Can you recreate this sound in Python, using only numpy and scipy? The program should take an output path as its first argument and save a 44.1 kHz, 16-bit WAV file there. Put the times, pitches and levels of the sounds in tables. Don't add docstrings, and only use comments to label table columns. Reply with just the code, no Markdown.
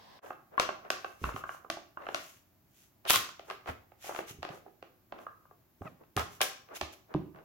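import sys
import numpy as np
from scipy import signal
from scipy.fft import rfft, irfft, next_fast_len
from scipy.io import wavfile

SR = 44100
rng = np.random.default_rng(int(sys.argv[2]) if len(sys.argv) > 2 else 0)


def waveform_to_disk(signal):
    frames = np.transpose(np.atleast_2d(signal))
    scaled = np.clip(frames, -1, 1) * 32767
    samples = np.round(scaled).astype(np.int16)
    wavfile.write(sys.argv[1], SR, samples)


N = 328104

# (time [s], strength [dB], cover ring over tray knock [dB], hardness [0-1], left over right [dB])
CONTACTS = [(.305, -31.5, -1, 0.18, -1.5), (.579, -18.5, 17, 0.13, 1), (.598, -19.5, 3.5, 0.67, 1),
            (.69, -25, 1, 0.29, -4), (.903, -24, 1, 0.69, -1), (1.045, -28.5, 1, 0.35, -2.5),
            (1.24, -25.5, 21, 0.38, -2), (1.29, -31.5, 22, 0.26, 4), (1.362, -31, 3.5, 0.33, 0),
            (1.438, -30, 12, 0.16, -3), (1.492, -31, 10, 0.22, -3.5), (1.545, -40.5, 5.5, .03, -1),
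            (1.646, -42.5, 2, 0.08, -4), (1.7006, -28.5, -1.5, 0.68, -1.5), (1.77, -36, -13, 0.17, -4),
            (1.972, -33.5, 12, 0.07, 1), (2.067, -33, 3, 0.29, -2), (2.0876, -30, -3.5, 0.36, 1.5),
            (2.146, -26, 2, 0.65, 0), (3.052, -39.5, 0.5, 0.56, 0), (3.0985, -25.5, -2, 0.98, 0),
            (3.1052, -19.5, 9.5, .88, 1), (3.133, -29.5, 14, 0.93, 3), (3.1403, -22, 19.5, 0.3, -1),
            (3.159, -24, 8.5, 0.82, 0.5), (3.29, -45.5, 12, 0.75, -6), (3.3945, -40, -11, 0.51, -0.5),
            (3.5, -32, 9, 0.51, 0.5), (3.51, -36.5, -1, 0.5, -5.5), (3.675, -37.5, -4.5, 0.44, 0),
            (3.919, -51, -9, .3, -5), (4.043, -42, -15, .2, -2), (4.092, -31, -7, 0.08, 3),
            (4.122, -38.5, 1, 0.27, 0), (4.148, -35.5, -4, 0.43, -4), (4.162, -38, 5, 0.51, 12),
            (4.1893, -28, -12, .38, 0), (4.429, -32, -1, 0.53, -2), (4.45, -34.5, -3, 0.48, 4.5),
            (4.49, -39.5, -12.5, 0.51, -3), (4.662, -46, -17.5, 0, -8.5), (4.826, -40.5, -8.5, 0.42, -1.5),
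            (5.123, -34.5, -2, 0.35, -1), (5.188, -46, 1, 0.43, -2), (5.266, -33.5, 10, 0.02, -1.5),
            (5.453, -55, 7, .05, 3), (5.511, -49, -0.5, 0, 0), (5.818, -39, -6.5, 0.17, 1),
            (6.166, -33.5, 3.5, 0.85, 3), (6.1744, -22, 3, .25, 1), (6.195, -35, 1, 0.78, -3),
            (6.4065, -25.5, 2.5, 0.45, -0.5), (6.415, -23.5, 3.5, 0.87, 2.5), (6.4303, -37, 0, 0.82, -10.5),
            (6.812, -27, -2.5, 0.63, -1), (7.14, -38.5, 2.5, 0.49, 1), (7.347, -51, 2, .22, -3)]
# (frequency [Hz], level [dB], t60 [s])
TRAY_MODES = [(370, -6, .035), (533.5, -4.5, 0.034), (709.3, 5.5, 0.02), (830, -2, 0.027)]
# (frequency [Hz], level [dB], t60 [s])
COVER_MODES = [(1075.5, 0.5, .026), (1203, -0.5, .032), (1355, -2.5, .024), (1576, -4, 0.024),
               (2720, -15.5, 0.055), (2970, -15.5, .03)]
# (frequency [Hz], level [dB])
CRACK_SPECTRUM = [(300, -18), (1200, 0.5), (1900, -1.5), (2700, -0.5), (3300, -4), (4300, -5.5),
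                  (5700, -4.5), (8500, -8), (12000, 3.5), (16000, 9)]
# (peak time [s], length [s], level [dB])
SCRAPES = [(0.252, .17, -49), (.545, .08, -51), (0.861, .085, -48.5), (1.281, 0.14, -44),
           (1.386, 0.11, -54), (2.029, 0.12, -48), (3.068, .05, -41.5), (3.144, 0.054, -35.5),
           (3.506, .085, -45.5), (3.692, .07, -37), (4.107, .15, -46.5), (4.2, .12, -47),
           (4.518, .2, -49.5), (4.673, .05, -56.5), (5.191, 0.19, -53), (5.859, .037, -46.5),
           (6.016, 0.056, -57), (6.202, .07, -34), (6.424, .05, -39), (6.731, 0.12, -47.5),
           (6.896, 0.096, -57.5), (7.12, 0.089, -52), (7.384, .12, -53.5)]
# (frequency [Hz], level [dB])
SCRAPE_SPECTRUM = [(120, -25.5), (350, -4), (600, 2), (800, -3), (950, -3), (1200, -4), (1900, -11),
                   (2900, -22), (4500, -33), (9000, -46.5)]
# (peak time [s], length [s], level [dB])
SKIDS = [(.607, 0.059, -43.5), (3.108, .07, -25.5), (3.155, 0.066, -25.5), (6.184, 0.017, -36.5),
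         (6.422, 0.031, -29)]
# (frequency [Hz], level [dB])
SKID_SPECTRUM = [(500, -14.5), (1100, -10.5), (2000, -4.5), (2600, 5.5), (3200, 6.5), (3700, 5), (4500, -5),
                 (8500, -14), (12000, -10), (16000, -20)]
# (time [s], strength [dB], cushion pitch factor [ratio])
THUMPS = [(1.215, -47, 1.52), (1.236, -36.5, 1.02), (1.267, -38.5, .92), (1.341, -47, 1.8),
          (3.159, -50.5, 1.7), (3.688, -43.5, 1.3), (4.306, -56, 1.86), (4.345, -60, 1.7),
          (4.386, -52.5, 1.36), (4.499, -57, 2.25), (5.81, -45.5, 1.55), (5.852, -55.5, 2.3),
          (6.164, -37.5, 1.8), (6.181, -39, 1.2), (6.822, -46, 1.2)]
# (frequency [Hz], level [dB], t60 [s])
STOOL_MODES = [(59.6, 1.5, 0.18), (85.3, -5.5, 0.11), (114, -10.5, 0.035)]
# (frequency [Hz], level [dB], t60 [s])
BOTTOM_MODES = [(140, -0.5, 0.09), (199, 4, 0.031), (267.4, -1, 0.075), (399.6, -0.5, 0.055)]
# (peak time [s], length [s], level [dB])
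SNUFFLES = [(.27, 0.19, -64), (1.07, 0.43, -65.5), (1.27, 0.18, -53), (1.38, 0.12, -54.5),
            (1.53, 0.19, -59.5), (2.24, 0.43, -56), (2.81, 0.26, -64.5), (3.51, 0.15, -61),
            (3.695, .1, -59), (4.07, .145, -46), (4.17, 0.18, -52), (4.3, 0.083, -46.5),
            (4.55, 0.16, -62.5), (5.22, .125, -69), (5.86, 0.19, -70.5), (6.34, 0.15, -58.5),
            (6.765, 0.051, -41.5), (6.935, 0.042, -54.5)]
# (frequency [Hz], level [dB])
SNUFFLE_SPECTRUM = [(400, -9.5), (1500, 4), (3000, 6), (4500, -1), (6500, 6), (8500, -3), (12000, 1),
                    (16000, -4)]
# (multiple of the pitch [ratio], level [dB])
SQUEAK_TONES = [(1, -0.5), (2, 1.5), (3, -9.5), (4, -8.5), (5, -43)]
# (time [s], strength [dB])
LANDINGS = [(7.147, -28.5)]
# (frequency [Hz], level [dB], t60 [s])
FLOOR_MODES = [(77.3, -21, 0.5), (110, -16, 0.42), (149, 0, 0.078), (187.3, 0.5, 0.068), (296.8, 2, 0.092),
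               (364, 1, 0.079), (445, 5, 0.018), (630, 8, 0.012), (990, 3, 0.013)]
# (frequency [Hz], t60 [s])
ECHO_T60 = [(80, 0.62), (300, 0.42), (1000, 0.45), (3000, 0.39), (6000, 0.42), (10000, 0.25), (16000, 0.25)]
# (frequency [Hz], level [dB])
ECHO_LEVEL = [(60, -11), (170, -1.5), (350, -0.5), (700, -7.5), (1200, -5), (2500, -3), (5000, -2),
              (9000, -1), (16000, 5)]
# (frequency [Hz], correlation [0-1])
LIKENESS = [(60, 0.99), (250, 0.57), (700, 0.59), (2000, .15), (10000, 0.035)]
# (frequency [Hz], level [dB])
RUSH_SPECTRUM = [(35, -51), (60, -15), (212, -3.5), (354, -17), (417, -7), (1040, 0.5), (1380, -14.5),
                 (1700, -6), (2410, -15.5), (3500, -10.5), (5330, -14), (6580, -25.5), (16000, -40)]
# (frequency [Hz], level [dB])
ROOM_TONE_SPECTRUM = [(15, -37.5), (25, -15.5), (97, 0), (170, -6), (363, -6.5), (463, -19), (624, -13),
                      (936, -17.5), (1740, -22), (2410, -23.5), (2990, -27), (7110, -28), (9070, -37),
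                      (11600, -22.5), (16000, -20)]

TOP_HZ = 16150
TIME_S = np.arange(N) / SR
AGE_S = np.arange(SR // 4) / SR
SOFT_EDGE_HZ, EDGE_OCTAVES = 1315, 3.19
SOFT_CRACK_DB, CRACK_RISE_DB = -17, 25
REBOUND_S, REBOUND_DB, REBOUND_HARDNESS = 0.016, -13.5, 0.55
TICKS_PER_S, TICK_DB, TICK_SCATTER_DB = 16, -1.5, 3
TICK_HARDNESS, TICK_TOP_DB = 0.42, -42
BOTTOM_DB, BOTTOM_DB_PER_OCTAVE = -9.5, 10.5
SCRAPE_PLAIN_DB, SCRAPE_TILT = -46, 0.38
SKID_PLAIN_DB, SKID_TILT = -32, 0.25
SNUFFLE_PLAIN_DB, SNUFFLE_TILT = -53.5, -0.12
SQUEAK_AT_S, SQUEAK_ATTACK_S, SQUEAK_HOLD_S, SQUEAK_RELEASE_S = 5.864, 0.0055, 0.0052, 0.015
SQUEAK_START_HZ, SQUEAK_SAG_HZ_PER_S, SQUEAK_DB = 678, 3800, -44.5
RUSH_DB, RUSH_END_S, RUSH_RELEASE_S = -57.5, 0.217, 0.024
ROOM_TONE_DB = -67
DIP_AT_S, DIP_WIDTH_S, DIP_DB = 0.2095, 0.016, -25.5


def amp(db):
    return 10 ** (np.asarray(db) / 20)


def unit(x):
    return x / np.sqrt(np.mean(x ** 2) + 1e-20)


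def burst(x, span_s):
    return x / np.sqrt(np.mean(x ** 2) * x.shape[-1] / (span_s * SR))


def fade(t_s, t60_s):
    return np.exp(-np.log(1000) * t_s / t60_s)


def along(points, hz):
    f, v = np.transpose(points)
    return np.interp(np.log(hz + 1), np.log(f + 1), v)


def filtered(x, response):
    n = x.shape[-1]
    m = next_fast_len(n + 4096)
    return irfft(rfft(x, m) * response(np.fft.rfftfreq(m, 1 / SR)), m)[..., :n]


def coloured(x, spectrum):
    return unit(filtered(x, lambda hz: amp(along(spectrum, hz))))


def add(track, at_s, sound):
    part = track[:, int(at_s * SR):][:, :sound.shape[-1]]
    part += sound[..., :part.shape[-1]]


def pair(size, spread):
    mid, side = rng.standard_normal((2, size))
    return np.array([mid + spread * side, mid - spread * side])


def diffuse(size):
    def mid_side_gains(hz):
        angle = np.arccos(np.clip(along(LIKENESS, hz), -1, 1)) / 2
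        return np.array([np.cos(angle), np.sin(angle)])

    mid, side = filtered(rng.standard_normal((2, size)), mid_side_gains)
    return np.array([mid + side, mid - side])


def ring(modes, detune, spread, attack_s):
    hz, db, t60_s = np.transpose(modes)[:, :, None]
    size, shift, phase = rng.standard_normal((3, len(modes), 1))
    alternate = np.pi * np.arange(len(modes))[:, None]
    angle = 2 * np.pi * hz * (1 + detune * shift) * AGE_S + alternate
    level = amp(db + 2 * size) * fade(AGE_S, t60_s) * (1 - np.exp(-AGE_S / attack_s))
    return np.array([(level * np.sin(angle + ear * spread * phase)).sum(0) for ear in (1, -1)])


def splinter(t60_s, spread):
    spectrum = rfft(pair(len(AGE_S), spread) * fade(AGE_S, t60_s))
    even = irfft(spectrum / np.abs(spectrum), len(AGE_S))
    return even * fade(AGE_S, 10 * t60_s)


def strokes(rows, spectrum, catches_per_s, noise_db, spread, rise_share, tilt):
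    out = np.zeros((2, N))
    t = np.arange(-SR // 3, SR // 3) / SR
    rise = np.clip(rise_share, 0.1, 0.9)
    side_share = np.where(t < 0, rise, 1 - rise)
    for peak_s, length_s, db in rows:
        catches = (rng.random(len(t)) < catches_per_s / SR) * np.sign(pair(len(t), spread))
        grain = unit(catches) + amp(noise_db) * unit(pair(len(t), spread))
        tilted = [(hz, level + tilt(db) * np.log2(hz)) for hz, level in spectrum]
        swell = np.exp(-3 * (t / length_s / side_share) ** 2)
        sound = amp(db) * swell * coloured(grain, tilted)
        add(out, max(peak_s + t[0], 0), sound[:, peak_s + t >= 0])
    return out


def contact(db, cover_db, hardness, pan_db):
    edge_hz = min(SOFT_EDGE_HZ * 2 ** (EDGE_OCTAVES * hardness), TOP_HZ)
    lowpass = signal.butter(3, edge_hz, fs=SR, output="sos")

    def struck(sound):
        return burst(signal.sosfilt(lowpass, sound), span_s=0.0026)

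    knock = struck(ring(TRAY_MODES, detune=0.05, spread=0.36, attack_s=0.00053))
    cover = amp(cover_db) * struck(ring(COVER_MODES, detune=0.027, spread=0.7, attack_s=0.000077))
    body = (knock + cover) / np.hypot(1, amp(cover_db))
    crack_db = SOFT_CRACK_DB + CRACK_RISE_DB * hardness
    crack = amp(crack_db) * struck(coloured(splinter(t60_s=0.015, spread=0.9), CRACK_SPECTRUM))
    return amp(db) * (body + crack) * amp([[pan_db / 2], [-pan_db / 2]])


def clacks():
    out = np.zeros((2, N))
    for at_s, db, cover_db, hardness, pan_db in CONTACTS:
        add(out, at_s, contact(db, cover_db, hardness, pan_db))
        delay_s = REBOUND_S * np.exp(0.15 * rng.standard_normal())
        rebound = contact(db + REBOUND_DB, cover_db, hardness * REBOUND_HARDNESS, -pan_db)
        add(out, at_s + delay_s, rebound)
    return out


def rattle():
    out = np.zeros((2, N))
    contact_s, _, contact_cover_db, _, _ = np.transpose(sorted(CONTACTS))
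    for peak_s, length_s, db in SCRAPES:
        count = round(TICKS_PER_S * length_s)
        for k, (jitter, size, pan_db) in enumerate(rng.uniform(-1, 1, (count, 3))):
            at_s = peak_s + length_s * ((k + 0.5 + jitter / 2) / count - 0.5)
            tick_db = min(db + TICK_DB + TICK_SCATTER_DB * size, TICK_TOP_DB)
            cover_db = np.interp(at_s, contact_s, contact_cover_db)
            add(out, at_s, contact(tick_db, cover_db, TICK_HARDNESS, pan_db))
    return out


def friction():
    grate = strokes(SCRAPES, SCRAPE_SPECTRUM, catches_per_s=380, noise_db=3, spread=0.96, rise_share=0.48,
                    tilt=lambda db: SCRAPE_TILT * (db - SCRAPE_PLAIN_DB))
    skid = strokes(SKIDS, SKID_SPECTRUM, catches_per_s=3600, noise_db=-1.5, spread=0.78, rise_share=0.56,
                   tilt=lambda db: SKID_TILT * (db - SKID_PLAIN_DB))
    return grate + skid


def thumps():
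    out = np.zeros((2, N))
    for at_s, db, pitch in THUMPS:
        cushion = [(hz * pitch, level, t60_s / pitch) for hz, level, t60_s in STOOL_MODES]
        boom = burst(ring(cushion, detune=0.035, spread=0.11, attack_s=0.0034), span_s=0.025)
        knock = burst(ring(BOTTOM_MODES, detune=0.017, spread=0.089, attack_s=0.00048), span_s=0.028)
        knock_db = db + BOTTOM_DB + BOTTOM_DB_PER_OCTAVE * np.log2(pitch)
        add(out, at_s, amp(db) * boom)
        add(out, at_s, amp(knock_db) * knock)
    return out * amp([[-1.3], [1.3]])


def snuffles():
    return strokes(SNUFFLES, SNUFFLE_SPECTRUM, catches_per_s=360, noise_db=2.5, spread=1.0, rise_share=0.53,
                   tilt=lambda db: SNUFFLE_TILT * (db - SNUFFLE_PLAIN_DB))


def squeak():
    age_s = TIME_S - SQUEAK_AT_S
    end_s = SQUEAK_ATTACK_S + SQUEAK_HOLD_S + SQUEAK_RELEASE_S
    level = np.clip(np.minimum(age_s / SQUEAK_ATTACK_S, (end_s - age_s) / SQUEAK_RELEASE_S), 0, 1)
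    phase = 2 * np.pi * (SQUEAK_START_HZ - SQUEAK_SAG_HZ_PER_S * age_s / 2) * age_s
    tone = sum(amp(db) * np.sin(k * phase) for k, db in SQUEAK_TONES)
    return amp(SQUEAK_DB) * level * tone


def landing():
    out = np.zeros((2, N))
    for at_s, db in LANDINGS:
        thud = burst(ring(FLOOR_MODES, detune=0.013, spread=0.12, attack_s=0.00032), span_s=0.025)
        add(out, at_s, amp(db) * thud)
    return out * amp([[-1.3], [1.3]])


def room(x, gap_s, block=11025):
    out = np.zeros((2, N))
    for start in range(0, N, block):
        hz, t_s, bins = signal.stft(diffuse(SR * 2 // 3), SR, nperseg=256)
        decay = fade(t_s, along(ECHO_T60, hz)[:, None])
        tail = signal.istft(bins * decay, SR, nperseg=256)[1]
        tail /= np.sqrt(np.sum(tail ** 2) / 2)
        echo = signal.fftconvolve(x[:, start:start + block], tail, axes=1)
        add(out, start / SR + gap_s, echo)
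    return filtered(out, lambda hz: amp(along(ECHO_LEVEL, hz)))


def background():
    rush_level = amp(RUSH_DB) * np.clip((RUSH_END_S - TIME_S) / RUSH_RELEASE_S, 0, 1)
    rush = rush_level * coloured(pair(N, spread=0.96), RUSH_SPECTRUM)
    return rush + amp(ROOM_TONE_DB) * coloured(diffuse(N), ROOM_TONE_SPECTRUM)


def scene():
    plastic = clacks() + rattle()
    rubs = friction() + snuffles()
    booms = thumps()
    thud = landing()
    near = plastic + rubs + booms + thud + squeak()
    send = amp(-2.0) * plastic + amp(-6.5) * rubs + amp(-6.5) * booms + amp(-4.5) * thud
    echo = room(send, gap_s=0.008)
    dip_db = DIP_DB * np.exp(-((TIME_S - DIP_AT_S) / DIP_WIDTH_S) ** 2)
    return (near + echo + background()) * amp(dip_db)


def record(dry):
    return filtered(dry, lambda hz: 1 / np.sqrt(1 + (hz / TOP_HZ) ** 240))


dry = scene()
out = record(dry)
waveform_to_disk(out)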